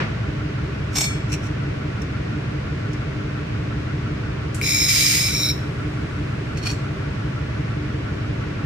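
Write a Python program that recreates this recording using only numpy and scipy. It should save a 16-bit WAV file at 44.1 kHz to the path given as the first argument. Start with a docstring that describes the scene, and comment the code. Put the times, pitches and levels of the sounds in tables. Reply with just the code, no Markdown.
"""A workshop with a handheld laser welder, over the throbbing hum and fan rush of its water chiller.
First a stainless steel box scrapes and knocks, noise on ringing modes, and the nozzle taps and rubs held steel.
The trigger clicks and gas hisses; one weld cracks, then hisses for about a second through the resonant nozzle
tube, with a faint buzz of sines from the pulsed beam. The gas bleeds away, and at last the nozzle tip scrapes
and squeaks along the sheet. A short room tail follows the work."""
import sys
import numpy as np
from scipy import signal
from scipy.fft import rfft, irfft, next_fast_len
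from scipy.io import wavfile
from scipy.ndimage import uniform_filter1d, map_coordinates

SR = 44100
rng = np.random.default_rng(int(sys.argv[2]) if len(sys.argv) > 2 else 0)


def generate_wav(sig):
    """Save sig (samples, or channels by samples) to the path in sys.argv[1] as 16-bit PCM at SR."""
    pcm = np.round(np.clip(np.atleast_2d(sig).T, -1, 1) * 32767).astype(np.int16)
    wavfile.write(sys.argv[1], SR, pcm)


N = 381465

SIDES = np.array([[1], [-1]])   # left, right
PUMP_TURNS_PER_S = 5.744
WELD_START_S, WELD_STOP_S, WELD_FALL_DB_PER_S = 4.614, 5.502, 420   # the beam is on
DRAG_RISE_DB_PER_S, TIP_FALL_DB_PER_S = 752, 450

# stereo width of the chiller: (frequency [Hz], left-right correlation [-1 to 1])
CHILLER_LIKENESS = [(60, 1), (140, 0.98), (300, 0.85), (620, -0.36), (1400, 0.37), (2400, -0.21),
                    (4300, -0.15), (7000, 0.15)]
# stereo balance of the steel: (frequency [Hz], left over right [dB])
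STEEL_BALANCE = [(1300, -1), (2380, 4.5), (4400, -6), (8100, 5.5), (15000, -3)]
# nozzle tube resonances, near odd quarter waves:
# (frequency [Hz], width [Hz], level [dB], left over right [dB])
TUBE_MODES = [(2312, 91, 2, 7.5), (3912, 106, -1, -1), (5327, 103, 3.5, -1), (6930, 95, -4, -0.5),
              (8800, 67, -11.5, -2), (10680, 120, -16, 3), (12000, 230, -12, 0), (13500, 280, -14, 2),
              (15000, 200, -19, 0)]


def from_db(db):
    """Decibels to an amplitude factor."""
    return 10 ** (np.asarray(db) / 20)


def rms_one(x):
    """Scales a signal to an rms of 1."""
    return x / np.sqrt(np.mean(x ** 2) + 1e-20)


def seconds():
    """The time of every sample."""
    return np.arange(N) / SR


def in_time(rows):
    """Each column of a curve, at every sample."""
    s, *columns = np.transpose(rows)
    return [np.interp(seconds(), s, c) for c in columns]


def at_hz(points, hz):
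    """A spectrum read on a log-frequency axis."""
    known_hz, values = np.transpose(points)
    return np.interp(np.log(hz + 1), np.log(known_hz), values)


def pan(side_db):
    """Left and right gains of constant power."""
    gains = from_db(0.5 * SIDES * side_db)
    return gains / np.sqrt(np.mean(gains ** 2, axis=0))


def widen(mid, side, alike):
    """Mixes two independent noises into left and right with a given correlation."""
    alike = np.clip(alike, -1, 1)
    return np.sqrt(1 + alike) * mid + np.sqrt(1 - alike) * side * SIDES


def drift(rate):
    """Smooth random wander of rms 1 that changes about rate times a second."""
    size = next_fast_len(N, real=True)
    hz = np.fft.rfftfreq(size, 1 / SR)
    smooth = rfft(rng.standard_normal(size)) / (1 + (hz / rate) ** 2)
    return rms_one(irfft(smooth, size)[:N])


def noise(spectrum, likeness=None, balance=None, repeats=None):
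    """Stereo noise of rms 1 with a colour, a left-right likeness, a balance and a share that repeats with the pump."""
    size = next_fast_len(N, real=True)
    hz = np.fft.rfftfreq(size, 1 / SR)
    white = rfft(rng.standard_normal((2, size)))
    if repeats is not None:
        share = np.clip(at_hz(repeats, hz), 0, 1)
        bins = round(SR / PUMP_TURNS_PER_S / 2) + 1
        turn = rms_one(irfft(np.exp(2j * np.pi * rng.random((2, bins)))))   # one turn of flat noise
        looped = rfft(turn[:, np.arange(size) % turn.shape[1]])
        white = np.sqrt(1 - share) * white + np.sqrt(share) * looped
    mid, side = white
    both = widen(mid, side, 0 if likeness is None else at_hz(likeness, hz))
    gains = pan(0 if balance is None else at_hz(balance, hz))
    coloured = both * gains * from_db(at_hz(spectrum, hz))
    return rms_one(irfft(coloured, size)[:, :N])


def resonate(x, hz, width_hz):
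    """A two-pole resonance with gain 1 on top."""
    r = np.exp(-np.pi * width_hz / SR)
    poles = [1, -2 * r * np.cos(2 * np.pi * hz / SR), r * r]
    return signal.lfilter(np.array([1, 0, -1]) * (1 - r * r) / 2, poles, x)


def narrow_noise(hz, width_hz):
    """Stereo noise in one resonance with steep skirts; rms 1."""
    white = rng.standard_normal((2, N))
    return rms_one(resonate(resonate(white, hz, width_hz), hz, 7 * width_hz))


def ring(force, hz, t60):
    """A mode of vibration: a unit click sets a decaying sine of starting height 1 ringing."""
    r, w = from_db(-60 / (t60 * SR)), 2 * np.pi * hz / SR
    return signal.lfilter([0, np.sin(w)], [1, -2 * r * np.cos(w), r * r], force + 1e-18)


def bursts(events, t60):
    """An envelope that jumps at each event and dies away."""
    kicks = np.zeros(N)
    for s, db in events:
        kicks[round(s * SR)] = from_db(db)
    decay = np.exp(-np.log(1000) / (t60 * SR))
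    return signal.lfilter([1], [1, -decay], kicks + 1e-18)


def envelope(start, end, rise_s, fall_db_per_s):
    """Rises from the start, holds, and dies away after the end."""
    t = seconds()
    rise = 1 - np.exp(-np.maximum(t - start, 0) / rise_s)
    return rise * from_db(-fall_db_per_s * np.maximum(t - end, 0))


def drags(rows, fall_db_per_s):
    """Strength of friction: each drag swells, holds and fades at steady rates in dB."""
    t = seconds()
    levels = []
    for start, end, db in rows:
        rise_db = DRAG_RISE_DB_PER_S * np.maximum(start - t, 0)
        fall_db = fall_db_per_s * np.maximum(t - end, 0)
        levels.append(db - rise_db - fall_db)
    return from_db(np.max(levels, axis=0))


def workshop(x, t60=0.47, dull_hz=11000):
    """A diffuse, dull tail from the walls, different on each side."""
    t = np.arange(SR) / SR
    decay = np.exp(-np.log(1000) * t / t60) * (t > .006)
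    tail = rng.standard_normal((2, SR)) * decay
    tail = signal.sosfilt(signal.butter(1, dull_hz, fs=SR, output="sos"), tail)
    return signal.fftconvolve(x, rms_one(tail) / np.sqrt(SR), axes=1)[:, :N]


def fans(level_db=-27.0, band_low_hz=450, band_high_hz=5000, start_db=14.5, settle_s=0.047):
    """Smooth rumble, partly alike on every pump turn, and a rush of air; the first moment is heard louder."""
    # colour of the fans and rumble: (frequency [Hz], level [dB])
    fan_colour = [(22, -23), (36, -20), (48, -4.5), (70, 2.5), (130, 2), (240, -7), (400, -11.5),
                  (800, -21), (1700, -19), (2500, -21.5), (3300, -29), (5600, -36), (10000, -54),
                  (15000, -66.5)]
    # stereo balance of the fans: (frequency [Hz], left over right [dB])
    fan_balance = [(400, 0), (700, -1.5), (2000, 2.5), (3200, -4.5), (4500, -2), (6200, -0.5)]
    # rumble that the pump drives, alike on every turn: (frequency [Hz], share of the power [0 to 1])
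    rumble_repeats = [(450, 0.55), (900, 0.14)]
    rush = from_db(level_db) * noise(fan_colour, CHILLER_LIKENESS, fan_balance, rumble_repeats)
    band = signal.butter(1, [band_low_hz, band_high_hz], "band", fs=SR, output="sos")
    middle = signal.sosfilt(band, rush)
    opening_gain = from_db(start_db / (1 + (seconds() / settle_s) ** 2))
    return rush + middle * (opening_gain - 1)


def motor(whine_swing_db=3.5, whine_peak_turn=0.36):
    """Wavering drones of motor and housing, alike on both sides in the bass; the high ones swell with the pump."""
    # drones: (frequency [Hz], width [Hz], level before the swell [dB])
    drones = [(116.5, 3.4, -38.5), (300.05, 5.6, -39.5), (403, 8.6, -46.5), (622, 43, -46),
              (1135, 28, -52.5), (1360, 30, -51), (1483, 55, -51)]
    turns = PUMP_TURNS_PER_S * seconds()
    load_db = whine_swing_db * np.cos(2 * np.pi * (turns - whine_peak_turn))
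    out = np.zeros((2, N))
    for hz, width_hz, db in drones:
        mid, side = narrow_noise(hz, width_hz)
        drone = rms_one(widen(mid, side, at_hz(CHILLER_LIKENESS, hz)))
        out += from_db(db + load_db * (hz > 1000)) * drone
    return out


def pump(uneven_db=0.5, jitter_s=0.00037, flutter_s=.00009, swell_s=0.04, swell_cycles=3.5):
    """Every turn repeats the same gliding swells of panel and pipe vibration, never quite alike; low ones last longer."""
    # what the pump shakes: (middle of the swell [turns], frequency [Hz], glide [Hz per s], peak level [dB])
    strokes = [(0.2097, 128.8, -750, -21), (.37, 120.6, 401, -28), (.67, 141.5, 850, -21.5),
               (.87, 110.7, -600, -29.5), (.45, 196.5, -900, -31.5), (.67, 300, 0, -30.5),
               (0.657, 449, 0, -39), (.83, 386, -1200, -39), (1, 392, 0, -41), (.38, 1360, 0, -37),
               (.5, 1470, 0, -40), (.04, 1135, 0, -41.5)]
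    out = np.zeros((2, N))
    for middle, hz, glide, db in strokes:
        uneven_time = seconds() + jitter_s * drift(4.1) + flutter_s * drift(37)
        turns = uneven_time * PUMP_TURNS_PER_S
        from_middle_s = ((turns - middle + .5) % 1 - .5) / PUMP_TURNS_PER_S
        length = swell_s + swell_cycles / hz
        shape = np.cos(np.pi * np.clip(from_middle_s / length, -.5, .5)) ** 2
        swell = shape * from_db(db + uneven_db * drift(8.0))
        cycles = (hz + glide * from_middle_s / 2) * from_middle_s
        # short waves reach the two sides out of step
        apart = np.arccos(np.clip(at_hz(CHILLER_LIKENESS, hz), -1, 1)) / 2
        out += swell * np.sin(2 * np.pi * cycles + apart * SIDES)
    return out


def gun(open_s=4.545, valve_s=0.0027, trigger_db=-34.5, gas_db=-48, afterflow_db=-59.5):
    """The trigger clicks as it opens the shielding gas, which hisses thinly; after the weld the hose bleeds empty."""
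    # colour of click and gas: (frequency [Hz], level [dB])
    click_colour = [(2000, -2), (5000, 3), (8000, 9), (15000, -11)]
    click = bursts([(open_s, trigger_db)], t60=0.1)
    flow = from_db(gas_db) * envelope(open_s, WELD_STOP_S, valve_s, WELD_FALL_DB_PER_S)
    afterflow = from_db(afterflow_db) * envelope(open_s, WELD_STOP_S, valve_s, fall_db_per_s=4)
    return (click + flow + afterflow) * noise(click_colour)


def taps(t60=0.068, dull_hz=11000):
    """The nozzle meets steel that the glove holds down: short, dry knocks and light rubbing on damped modes."""
    # taps: (time [s], level [dB])
    tap_times = [(1.32, -29), (1.3278, -26), (1.338, -27), (2.018, -38), (2.932, -39), (6.573, -33)]
    # light rubs around them: (full strength from [s], until [s], level [dB])
    rubs = [(1.302, 1.31, -42), (1.438, 1.472, -44)]
    # dry modes of the held steel: (frequency [Hz], width [Hz], level [dB])
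    dry_modes = [(2540, 340, 1), (4060, 360, -7.5), (5620, 280, 3), (6630, 130, -3), (7270, 160, -7),
                 (8050, 140, -24)]
    dull = signal.butter(1, dull_hz, fs=SR, output="sos")
    white = signal.sosfilt(dull, rng.standard_normal((2, N)))
    body = np.zeros((2, N))
    for hz, width_hz, db in dry_modes:
        body += pan(at_hz(STEEL_BALANCE, hz)) * from_db(db) * resonate(white, hz, width_hz)
    return (bursts(tap_times, t60) + drags(rubs, TIP_FALL_DB_PER_S)) * rms_one(body)


def scrape(grain_db=2.2, slip_hz=300, waver=.017, waver_hz=90, tip_slip_s=6.688, bend_s=.008):
    """The tip slides along the sheet: grainy friction, and squeaks that grow with the pressure and bend as it slips."""
    # slides of the tip: (full strength from [s], until [s], level [dB])
    tip_drags = [(6.581, 6.586, -42), (6.634, 6.645, -38), (6.662, 6.675, -29.5), (6.693, 6.71, -33.5)]
    # colour of its friction: (frequency [Hz], level [dB])
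    tip_colour = [(1200, -6.5), (2450, -2), (3100, -1.5), (3700, -11), (4420, 1), (4800, -7), (5700, -5),
                  (8600, -13), (14000, -28)]
    # squeaks: (frequency [Hz], peak level over the friction [dB], power of the pressure [exponent],
    # bend as the tip slips [Hz])
    squeaks = [(2470, 1, 2.6, -2), (4370, 1.5, 1, 70), (5420, -5, .9, 330)]
    friction = drags(tip_drags, TIP_FALL_DB_PER_S)
    pressure = friction / friction.max()
    slipped = (1 + np.tanh((seconds() - tip_slip_s) / bend_s)) / 2
    out = pressure * noise(tip_colour)
    for hz, db, power, bend_hz in squeaks:
        pitch_hz = hz * (1 + waver * drift(waver_hz)) + bend_hz * slipped
        cycles = np.cumsum(pitch_hz) / SR
        tone = np.sin(2 * np.pi * cycles + np.array([[0], [1]]))   # the right leads by 1 radian
        out += pan(at_hz(STEEL_BALANCE, hz)) * from_db(db) * pressure ** power * tone
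    return friction.max() * from_db(grain_db * drift(slip_hz)) * out


def steel(grain_db=4, slip_hz=300, friction_db=-2.0, ring_db=-34.0, split_hz=20, crowd_db=-22, crowd_t60=0.19):
    """The box is shifted: stick and slip give grainy friction and knocks, and both set it ringing; a last knock
    comes as the nozzle tip leaves the sheet."""
    # the box edge dragged over steel: (full strength from [s], until [s], level [dB])
    box_drags = [(.958, 1.052, -29)]
    # knocks on the box, at first as it catches while shifted, the last as the nozzle tip leaves the sheet:
    # (time [s], level [dB])
    knocks = [(.9603, -27), (.9678, -24), (.9827, -20), (1.0077, -17), (1.0401, -28), (1.051, -30),
              (6.712, -32)]
    # colour of the edge's friction: (frequency [Hz], level [dB])
    box_colour = [(300, -25), (600, 1), (1950, -5), (2400, 3), (3100, -4.5), (4800, -2), (5450, 10),
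                  (6100, -4), (9000, -8), (14500, -11)]
    # modes of the box: (frequency [Hz], level [dB], t60 [s])
    box_modes = [(2280, -3, .6), (3360, -15, 1.1), (3650, -9, .2), (4310, -5, .4), (5255, -9.5, .45),
                 (5530, 7, .035), (5870, -1, .06), (6360, -4, .25), (6528, 2, .1), (7290, -8, .27),
                 (7485, 0, .22), (7680, -5, .36), (8780, -9, .3)]
    likeness = [(4500, 0.64), (9000, .1)]   # (frequency [Hz], left-right correlation)
    grain = from_db(grain_db * drift(slip_hz))
    contact = drags(box_drags, fall_db_per_s=900) * grain + bursts(knocks, t60=0.044)
    friction = from_db(friction_db) * contact * noise(box_colour, likeness, STEEL_BALANCE)
    force = from_db(ring_db) * contact * rng.standard_normal((2, N))
    rings = np.zeros((2, N))
    for k, (hz, db, t60) in enumerate(box_modes):
        # each mode has a slightly higher partner that dies twice as fast; it is struck at the mirrored moments,
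        # counted back from the end
        wall = ring(force, hz, t60)
        opposite = ring(force[::-1], hz + split_hz * rng.uniform(1, 2.02), t60 / 2)
        rings += (-1) ** k * pan(at_hz(STEEL_BALANCE, hz)) * from_db(db) * (wall + opposite)
    crowd = np.zeros((2, N))   # weak modes among and above the strong ones
    for hz in rng.uniform(4500, 14500, size=34):
        crowd += rng.choice([-1, 1]) * ring(force, hz, crowd_t60)
    return friction + rings + from_db(crowd_db) * crowd


def ignition(pop_db=-15, pop_t60=0.021, side_db=4, crack_db=-28):
    """The first flash of vapour cracks and pops in the tube's lowest resonance."""
    flash = np.zeros(N)
    flash[round(WELD_START_S * SR)] = 1
    pop = pan(side_db) * from_db(pop_db) * ring(flash, TUBE_MODES[0][0], pop_t60)
    crack = bursts([(WELD_START_S, crack_db)], t60=0.045) * rng.standard_normal((2, N))
    return pop + crack


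def nozzle(boil, flare_end_s, tube_db=-25, lowest_db=-27.5, lowest_fall_db_per_s=20, throb_db=-0.3,
           throb_per_s=9.7, throb_peak_s=4.68, diffuse=0.25, waver=.006, waver_hz=60):
    """The hiss sounds the tube's resonances; the strongest one throbs, wavers and bends as the mouth moves."""
    # the tube's mouth moves over the steel: (time [s], pitch of the strongest resonance [ratio],
    # tube level [dB], lean to the resonance above the strongest and away from the one below [dB])
    mouth = [(4.65, 1.002, -1, -1), (4.76, 1.002, 0, 3), (4.93, 1, -.5, 0), (5.275, .985, -4.5, 0),
             (5.315, 1.045, -8, -3), (5.385, 1.018, -3.5, -1), (5.425, 1.028, -.5, -.5),
             (5.51, 1.016, -2.5, -3.5)]
    # how the tube's sound reaches the two sides: (frequency [Hz], lead of the left [radians])
    side_phase = [(2306, -1.5), (5400, -1), (7000, -2.5), (8800, -2), (10800, -4)]
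    strongest = 2
    t = seconds()
    pitch, mouth_db, lean_db = in_time(mouth)
    throb = from_db(throb_db * np.cos(2 * np.pi * throb_per_s * (t - throb_peak_s)))
    out = np.zeros((2, N))
    for k, (hz, width_hz, db, side_db) in enumerate(TUBE_MODES):
        ratio = hz / TUBE_MODES[strongest][0]
        if k == 0:
            # the lowest speaks at once and sags after the flare
            drive = from_db(lowest_db - lowest_fall_db_per_s * np.maximum(t - flare_end_s, 0))
        else:
            above = k - strongest
            drive = boil * from_db(tube_db + mouth_db + lean_db * above * (abs(above) == 1))
        clock = np.arange(N)
        if k == strongest:
            clock = np.cumsum(pitch + waver * drift(waver_hz))   # runs faster when the tube is sharp
            drive = drive * throb
        mid, side = narrow_noise(hz, width_hz)
        left, right = rms_one(mid + diffuse * ratio * side * SIDES)   # short waves differ more between the sides
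        lead = at_hz(side_phase, hz) / (2 * np.pi * hz) * SR   # in samples
        left = map_coordinates(left, [clock + lead], order=3)
        right = map_coordinates(right, [clock], order=3)
        out += pan(side_db) * from_db(db) * drive * np.array([left, right])
    return out


def weld(buzz_db=-12.5, sputter_db=1.06, sputter_hz=250, beam_pulse_hz=1000, build_s=.04,
         plume_db=-24.5, plume_fall_db_per_s=73, flare_db=-20.5, copy_delay_s=0.00069, copy_db=-6):
    """The boiling metal hisses, hollow except in the flare, and sounds the nozzle tube; the pulsed beam adds a buzz."""
    # colour of the vapour plume: (frequency [Hz], level [dB])
    plume_colour = [(1000, -19), (1700, -7), (2100, 2), (3100, -2.5), (4300, -0.5), (5100, 8.5), (5800, -2),
                    (6700, 7), (7800, -2), (9300, 1.5), (9900, -12), (10600, -4.5), (12000, -4.5),
                    (15000, -7)]
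    # its stereo balance: (frequency [Hz], left over right [dB])
    plume_balance = [(2400, 0), (3300, -3), (4800, -6), (5700, -3), (6450, 9), (7100, -8), (9000, -3),
                     (10500, 4), (14000, -2)]
    # its stereo width: (frequency [Hz], left-right correlation [-1 to 1])
    plume_likeness = [(6100, 0.2), (6800, -0.79), (14000, -0.1)]
    # overtones of the beam's pulse rate: (multiple [number], level [dB], left over right [dB])
    beam_lines = [(2, -3.5, 8), (5, -3, -6), (6, -6, 0), (9, -5, -8)]
    flare_start_s, flare_end_s = 4.883, 5.154
    beam_on = envelope(WELD_START_S, WELD_STOP_S, 0.0015, WELD_FALL_DB_PER_S)
    # the melt takes a moment to boil; it stops with the beam
    boil = envelope(WELD_START_S, WELD_STOP_S, build_s, 0)
    # mid-weld the plume flares up, then dies down
    flare = envelope(flare_start_s, flare_end_s, 0.0055, plume_fall_db_per_s)
    steady = envelope(WELD_START_S, flare_end_s, build_s, plume_fall_db_per_s)
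    vapour = from_db(plume_db) * steady + from_db(flare_db) * flare
    buzz = np.zeros((2, N))
    for multiple, db, side_db in beam_lines:
        cycles = multiple * beam_pulse_hz * seconds() + rng.random()
        buzz += pan(side_db) * from_db(db) * np.sin(2 * np.pi * cycles)
    hiss = noise(plume_colour, plume_likeness, plume_balance)
    # outside the flare a slightly delayed, inverted copy is added to the hiss, which makes it hollow
    delayed = from_db(copy_db) * np.roll(hiss, round(copy_delay_s * SR), axis=1)
    plume = vapour * (hiss - (1 - flare) * delayed + from_db(buzz_db) * buzz)
    sputter = from_db(sputter_db * drift(sputter_hz))
    return beam_on * sputter * (plume + nozzle(boil, flare_end_s))


def scene(room_db=-17):
    """The work close by with its room tail, the chiller further off without one."""
    chiller = fans() + motor() + pump()
    work = gun() + taps() + scrape() + steel() + ignition() + weld()
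    return chiller + work + from_db(room_db) * workshop(work)


def record(dry, threshold_db=-23.0, squeeze=0.25, cutoff_hz=15150):
    """Gain control ducks the loudest passages a little; the top is cut steeply."""
    power = uniform_filter1d(np.mean(dry ** 2, axis=0), size=SR // 10)
    level_db = 10 * np.log10(power + 1e-12)
    gain = from_db(-squeeze * np.maximum(level_db - threshold_db, 0))
    fade_in = np.minimum(seconds() / .003, 1)
    top_cut = signal.ellip(12, .1, 80, cutoff_hz, fs=SR, output="sos")
    return signal.sosfilt(top_cut, dry * gain * fade_in)


dry = scene()
out = record(dry)
generate_wav(out)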